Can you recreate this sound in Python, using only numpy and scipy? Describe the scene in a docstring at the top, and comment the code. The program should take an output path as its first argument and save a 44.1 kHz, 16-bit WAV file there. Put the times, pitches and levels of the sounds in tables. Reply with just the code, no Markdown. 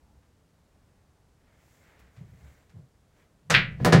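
"""A pool shot, heard from one microphone in a small, hard-walled conservatory. The cue tip snaps against
the white, which cracks into a second ball. That ball rumbles over the slate, brushes the jaw of a pocket
and drops in, knocking on the liner and thudding through the hollow cabinet. Before the shot the player
settles over the table with a faint rustle and soft bumps. Close walls and a glass roof throw the hard
contacts back to the microphone, over quiet room air."""
import sys
import numpy as np
from scipy import signal
from scipy.fft import rfft, irfft
from scipy.io import wavfile
from scipy.ndimage import uniform_filter1d

SR = 44100
rng = np.random.default_rng(int(sys.argv[2]) if len(sys.argv) > 2 else 0)


def materialize(psi):
    """Save the field psi as 16-bit PCM at rate SR to the path in sys.argv[1].

    A 1-D psi becomes a single channel; in a 2-D psi each row is a channel.
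    """
    bounded = np.clip(np.atleast_2d(psi).T, -1, 1)
    quanta = np.round(bounded * 32767).astype(np.int16)
    wavfile.write(sys.argv[1], SR, quanta)


N = 176400
T = np.arange(N) / SR


def from_db(db):
    """Decibels to gain."""
    return 10 ** (np.asarray(db) / 20)


def at_hz(points, hz):
    """Read a table on a log-frequency axis."""
    f, value = np.transpose(points)
    return np.interp(np.log(np.maximum(hz, 1)), np.log(f), value)


def convolve(x, response):
    """Pass a sound through an impulse response."""
    return signal.fftconvolve(x, response)[:N]


def noise(colour):
    """Steady noise of the given spectrum, rms 1."""
    gain = from_db(at_hz(colour, np.fft.rfftfreq(N, 1 / SR)))
    x = irfft(rfft(rng.standard_normal(N)) * gain)
    return x / x.std()


def swells(rows, column=2):
    """A smooth rise and fall for each row (centre/s, length/s, ...), its level/dB in the given column."""
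    return sum(from_db(row[column]) * np.exp(-4 * ((T - row[0]) / row[1]) ** 2) for row in rows)


def impulses(rows):
    """One impulse for each (t/s, level/dB)."""
    out = np.zeros(N)
    for s, db in rows:
        out[min(int(s * SR), N - 1)] += from_db(db)
    return out


def contacts(rows):
    """One low-passed impulse for each (t/s, level/dB, f/Hz): the softer the contact, the duller."""
    out = np.zeros(N)
    for s, db, hz in rows:
        lowpass = signal.butter(2, min(hz, .45 * SR), fs=SR)
        out += signal.lfilter(*lowpass, impulses([(s, db)]) + 1e-18)
    return out


def click(colour, size=8192):
    """The shortest causal click that has the given spectrum."""
    gain = from_db(at_hz(colour, np.fft.rfftfreq(size, 1 / SR)))
    cepstrum = irfft(np.log(gain))
    cepstrum[1:size // 2] *= 2  # fold to minimum phase
    cepstrum[size // 2 + 1:] = 0
    return irfft(np.exp(rfft(cepstrum)))


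def ringing(modes):
    """The sum of a body's dying modes after a unit blow."""
    t = T[:SR]
    ring = sum(from_db(db - 60 * t / t60) * np.cos(2 * np.pi * hz * t) for hz, db, t60 in modes)
    ring[0] *= .5
    return ring


# room tone at the microphone: (f/Hz, level/dB)
AIR_SPECTRUM = [(15, -29), (25, -10.5), (77, -2.5), (126, -9), (305, -15), (349, -19), (433, -17.5),
                (826, -22.5), (1410, -27), (1750, -29), (2630, -33.5), (7700, -36.5), (15500, -46.5)]
def room_air(level_db=-64):
    """The quiet, low, steady air of the conservatory."""
    return from_db(level_db) * noise(AIR_SPECTRUM)


def dense_reflections(size, even_s=.003):
    """Crowded reflections: random, but even in level and colour."""
    x = rng.standard_normal(size)
    for _ in range(2):
        _, _, bins = signal.stft(x, nperseg=512)
        power = uniform_filter1d(abs(bins) ** 2, size=3, axis=0)
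        power = uniform_filter1d(power, size=3, axis=1)
        x = signal.istft(bins / np.sqrt(power))[1][:size]
    return x / np.sqrt(uniform_filter1d(x ** 2, size=int(even_s * SR)))


# early echoes off the close walls and glass roof: (delay t/s, level/dB)
WALL_ECHOES = [(.0011, -12), (.0056, -20.5), (.0076, -12.5), (.0088, -13.5), (0.0128, -28), (0.0164, -16),
               (.0283, -19)]
# decay of the room's tail: (f/Hz, t60/s)
ROOM_DECAY = [(100, 0.83), (400, .34), (900, 0.26), (1900, 0.3), (3500, 0.24), (6000, 0.18), (12000, 0.14)]
# the glazed walls ring on: (f/Hz, level/dB, t60/s)
GLASS_MODES = [(1568, -58, .35), (1600, -59, .35), (1773, -57, .38), (1982, -53, .4), (2184, -57, .35),
               (2231, -56, .35), (2322, -49, .32), (2356, -54, .32), (2568, -53, .32), (2865, -55, .3),
               (3279, -54, .28), (3917, -55, .28)]
def conservatory(x, echo_db=0, build_s=.0017, size=32768):
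    """What the room returns of x: hard echoes, then a dense, ringing tail whose treble dies first."""
    t, hz = T[:size], np.fft.rfftfreq(size, 1 / SR)
    spectrum = rfft(dense_reflections(size))
    centres = [f for f, _ in ROOM_DECAY]
    tail = 0
    for share, (_, t60) in zip(np.eye(len(centres)), ROOM_DECAY):
        band = irfft(spectrum * at_hz(list(zip(centres, share)), hz))
        tail = tail + band * from_db(-60 * t / t60)
    build = 1 - np.exp(-(t / build_s) ** 2)
    tail = from_db(-3) * tail / np.linalg.norm(tail * build)
    glass = from_db(-5.5) * ringing(GLASS_MODES)[:size]
    echoes = from_db(echo_db) * impulses(WALL_ECHOES)[:size]
    return convolve(x, build * (tail + glass) + echoes)


# weight shifting on floor and table: (t/s, length/s, bump level/dB, floor boom level/dB)
WEIGHT_SHIFTS = [(0.153, 0.31, -73, -59.5), (2.055, 0.16, -63, -58), (2.225, 0.091, -46, -65),
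                 (2.322, 0.092, -52, -55), (2.456, 0.13, -54.5, -54), (2.778, 0.066, -45, -66),
                 (2.843, 0.052, -56.5, -79)]
# shoes on the floor: (t/s, length/s, level/dB)
FOOT_SHUFFLES = [(0.09, .14, -71), (0.752, 0.032, -70.5), (1.195, 0.11, -77)]
# spectra of bump, floor boom and shuffle: (f/Hz, level/dB)
BUMP_SPECTRUM = [(25, -27), (60, -18), (110, 3), (170, -3), (250, -21.5), (550, -26), (1200, -41),
                 (8000, -63.5)]
FLOOR_SPECTRUM = [(20, -12), (40, -20), (65, 15), (100, -10), (300, -48.5)]
SHUFFLE_SPECTRUM = [(100, -3), (300, 1), (550, 0), (900, 4), (1200, -15), (4000, -40)]
def player_stance():
    """At the table the player shuffles his feet and leans in with dull bumps."""
    bumps = swells(WEIGHT_SHIFTS) * noise(BUMP_SPECTRUM)
    boom = swells(WEIGHT_SHIFTS, column=3) * noise(FLOOR_SPECTRUM)
    feet = swells(FOOT_SHUFFLES) * noise(SHUFFLE_SPECTRUM)
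    return bumps + boom + feet


# sliding movements, faint at the microphone: (t/s, length/s, rub level/dB, hiss level/dB)
RUSTLES = [(.9, .45, -80.5, -95), (1.518, 0.24, -71, -100), (1.73, .32, -72.5, -71),
           (1.924, 0.24, -64.5, -80.5), (2.053, 0.11, -68.5, -86), (2.176, 0.13, -68, -76),
           (2.286, 0.071, -73, -86), (2.483, 0.34, -66, -71.5), (3.2, 0.13, -67.5, -77)]
# spectra of rub and hiss: (f/Hz, level/dB)
RUB_SPECTRUM = [(150, -5.5), (500, 2.5), (1100, -5.5), (1550, -1.5), (2100, -0.5), (2700, -9),
                (3400, -11.5), (5000, -21), (15000, -42)]
HISS_SPECTRUM = [(1000, -1), (3500, -5), (7500, 2.5), (9000, -6.5), (15000, -5)]
def player_rustle(grain_db=1.5, grain_hz=35):
    """Clothes rub unevenly and the cue slides over the hand."""
    grain = from_db(grain_db * noise([(grain_hz, 0), (grain_hz * 10, -60)]))
    rub = grain * swells(RUSTLES) * noise(RUB_SPECTRUM)
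    hiss = swells(RUSTLES, column=3) * noise(HISS_SPECTRUM)
    return rub + hiss


# ticks of cue and clothing: (t/s, level/dB, dull above f/Hz)
HANDLING_TICKS = [(0.226, -27.5, 2470), (1.993, -24, 15800), (2.165, -21, 5000), (2.695, -24.5, 7900)]
# their spectrum: (f/Hz, level/dB)
TICK_SPECTRUM = [(200, -7), (1400, -3), (2150, -3.5), (3000, -10), (7500, -11.5), (10000, -15),
                 (15000, -12)]
def cue_handling(direct_db=-12):
    """Small taps as the cue is handled, reaching the microphone mostly by way of the room."""
    taps = convolve(contacts(HANDLING_TICKS), click(TICK_SPECTRUM))
    return from_db(direct_db) * taps + conservatory(taps)


# the roll, on the slate and then down in the return channel: (t/s, level/dB)
ROLL_ENVELOPE = [(3.40, -75), (3.49, -50), (3.515, -27), (3.57, -28), (3.66, -36), (3.78, -41.5),
                 (3.84, -26), (3.92, -56), (3.97, -29), (4.0, -23)]
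# its spectrum: (f/Hz, level/dB)
ROLL_SPECTRUM = [(25, -60), (55, -10), (88, -7), (108, 1), (160, 2.5), (200, -4), (260, -34), (500, -25),
                 (900, -41), (3000, -46.5), (12000, -68)]
def rolling_ball():
    """An even, low rumble under the moving ball."""
    rumble = noise(ROLL_SPECTRUM)
    rumble /= np.sqrt(uniform_filter1d(rumble ** 2, size=1800))  # level held steady over about 40 ms
    return rumble * from_db(np.interp(T, *np.transpose(ROLL_ENVELOPE)))


# the ball's weight lands inside the table: (t/s, level/dB, contact time/s)
LANDINGS = [(3.803, -20, 0.0011), (3.8145, -5.5, 0.0065), (3.8235, -7.5, 0.0044), (3.8577, -1.5, 0.0055),
            (3.8632, -4, 0.0093), (3.9302, -15, 0.0012), (3.9422, 0, 0.0038), (3.949, 6, 0.0041)]
# the hollow cabinet: (f/Hz, level/dB, t60/s)
HOLLOW_MODES = [(80, -44, 0.099), (124.7, -25.5, 0.25), (144, -16, 0.17), (163.4, -17, 0.21),
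                (195, -45, 0.1), (231, -21.5, 0.28), (298, -17, 0.22), (347, -40, 0.15), (490, -16, 0.18),
                (503, -32, 0.24)]
def cabinet_thuds(room_db=-5):
    """Each landing is a short downward push that sets the cabinet ringing."""
    force = 0
    for s, db, contact_s in LANDINGS:
        push = np.exp(-np.pi * (2 * (T - s) / contact_s) ** 2)
        force = force - from_db(db) * push / push.sum()
    body = convolve(force, ringing(HOLLOW_MODES))
    return body + from_db(room_db) * conservatory(body)


# knocks at the pocket: (t/s, level/dB, dull above f/Hz, direct path offset/dB)
KNOCKS = [(3.7986, -23.5, 2470, -31), (3.8483, 1, 16400, 9), (3.8602, 0.5, 1610, -31),
          (3.9237, 7, 7450, -6), (3.9313, -9, 2050, 14), (3.9431, -5, 794, -4)]
# their spectrum: (f/Hz, level/dB)
KNOCK_SPECTRUM = [(50, -5), (110, 18), (180, 35), (300, 20.5), (500, 27.5), (800, 19.5), (1200, 16),
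                  (1800, 18), (2500, 8.5), (3700, 8), (5000, 8), (7500, 2.5), (10000, 0.5), (15000, -4.5)]
# the liner rings briefly: (f/Hz, level/dB, t60/s)
POCKET_LINER_MODES = [(1001, -36, .2), (1308, -34, .2), (1696, -31, .2), (1850, -35, .15), (2868, -43, .2),
                      (3830, -42, .12)]
def pocket_knocks(direct_db=-18.5, ring_db=-2):
    """The ball knocks on jaw and liner, more or less hidden from the microphone by the rail."""
    knocks = contacts((s, db, hz) for s, db, hz, _ in KNOCKS)
    direct = contacts((s, db + offset_db + direct_db, hz) for s, db, hz, offset_db in KNOCKS)
    clack = convolve(direct + conservatory(knocks, echo_db=-6), click(KNOCK_SPECTRUM))
    liner = from_db(ring_db) * convolve(knocks, ringing(POCKET_LINER_MODES))
    return clack + liner


# tip on the white, a soft push and a double snap: (t/s, level/dB, dull above f/Hz)
TIP_CONTACTS = [(3.499, -9, 1490), (3.5008, -9.5, 13200), (3.5049, 2, 7900)]
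# their spectrum: (f/Hz, level/dB)
TIP_SPECTRUM = [(50, -8), (130, 12.5), (270, 9), (560, 18.5), (750, 13.5), (1550, 20), (2400, 13.5),
                (4500, 8.5), (6800, 7), (9500, 0), (15000, 0)]
# the wooden shaft: (f/Hz, level/dB, t60/s)
SHAFT_MODES = [(574, -37.5, 0.14), (804, -37, 0.11), (1330, -35, 0.13), (1353, -50, .12), (1588, -43, .12),
               (2500, -46, 0.093), (3740, -40, .06), (6200, -30.5, 0.042), (6970, -33, .035),
               (7780, -31, 0.028)]
def cue_strike(direct_db=-11.5, ring_db=4.5):
    """The tip snaps against the white and the shaft rings."""
    force = contacts(TIP_CONTACTS)
    snap = convolve(force, click(TIP_SPECTRUM))
    shaft = from_db(ring_db) * convolve(force, ringing(SHAFT_MODES))
    return from_db(direct_db) * snap + conservatory(snap, echo_db=-4) + shaft


# ball on ball, out on the table: (t/s, level/dB)
COLLISIONS = [(3.5418, -1.5)]
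# spectrum of the crack: (f/Hz, level/dB)
CRACK_SPECTRUM = [(100, 16.5), (750, 12), (1050, 16), (1500, 27.5), (2350, 29.5), (3200, 24), (4300, 18.5),
                  (5200, 9), (6300, -2.5), (8500, -14), (15000, -15)]
def ball_crack(direct_db=-12.5):
    """The white hits the second ball in one hard contact; the microphone gets more room than direct."""
    crack = convolve(impulses(COLLISIONS), click(CRACK_SPECTRUM))
    return from_db(direct_db) * crack + conservatory(crack, echo_db=.5, build_s=.0046)


def scene():
    """Room air, the player, the roll and drop, and the shot itself, in mono."""
    background = room_air() + player_stance() + player_rustle() + cue_handling()
    roll_and_drop = rolling_ball() + cabinet_thuds() + pocket_knocks()
    shot = cue_strike() + ball_crack()
    return (background + roll_and_drop + shot)[None]


def record(dry):
    """After the microphone the highest peaks are rounded and the top treble is cut."""
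    ceiling, stopband_hz = .95, 16700
    limited = dry / (1 + (dry / ceiling) ** 6) ** (1 / 6)
    return signal.sosfilt(signal.cheby2(16, 70, stopband_hz, fs=SR, output="sos"), limited)


dry = scene()
out = record(dry)
materialize(out)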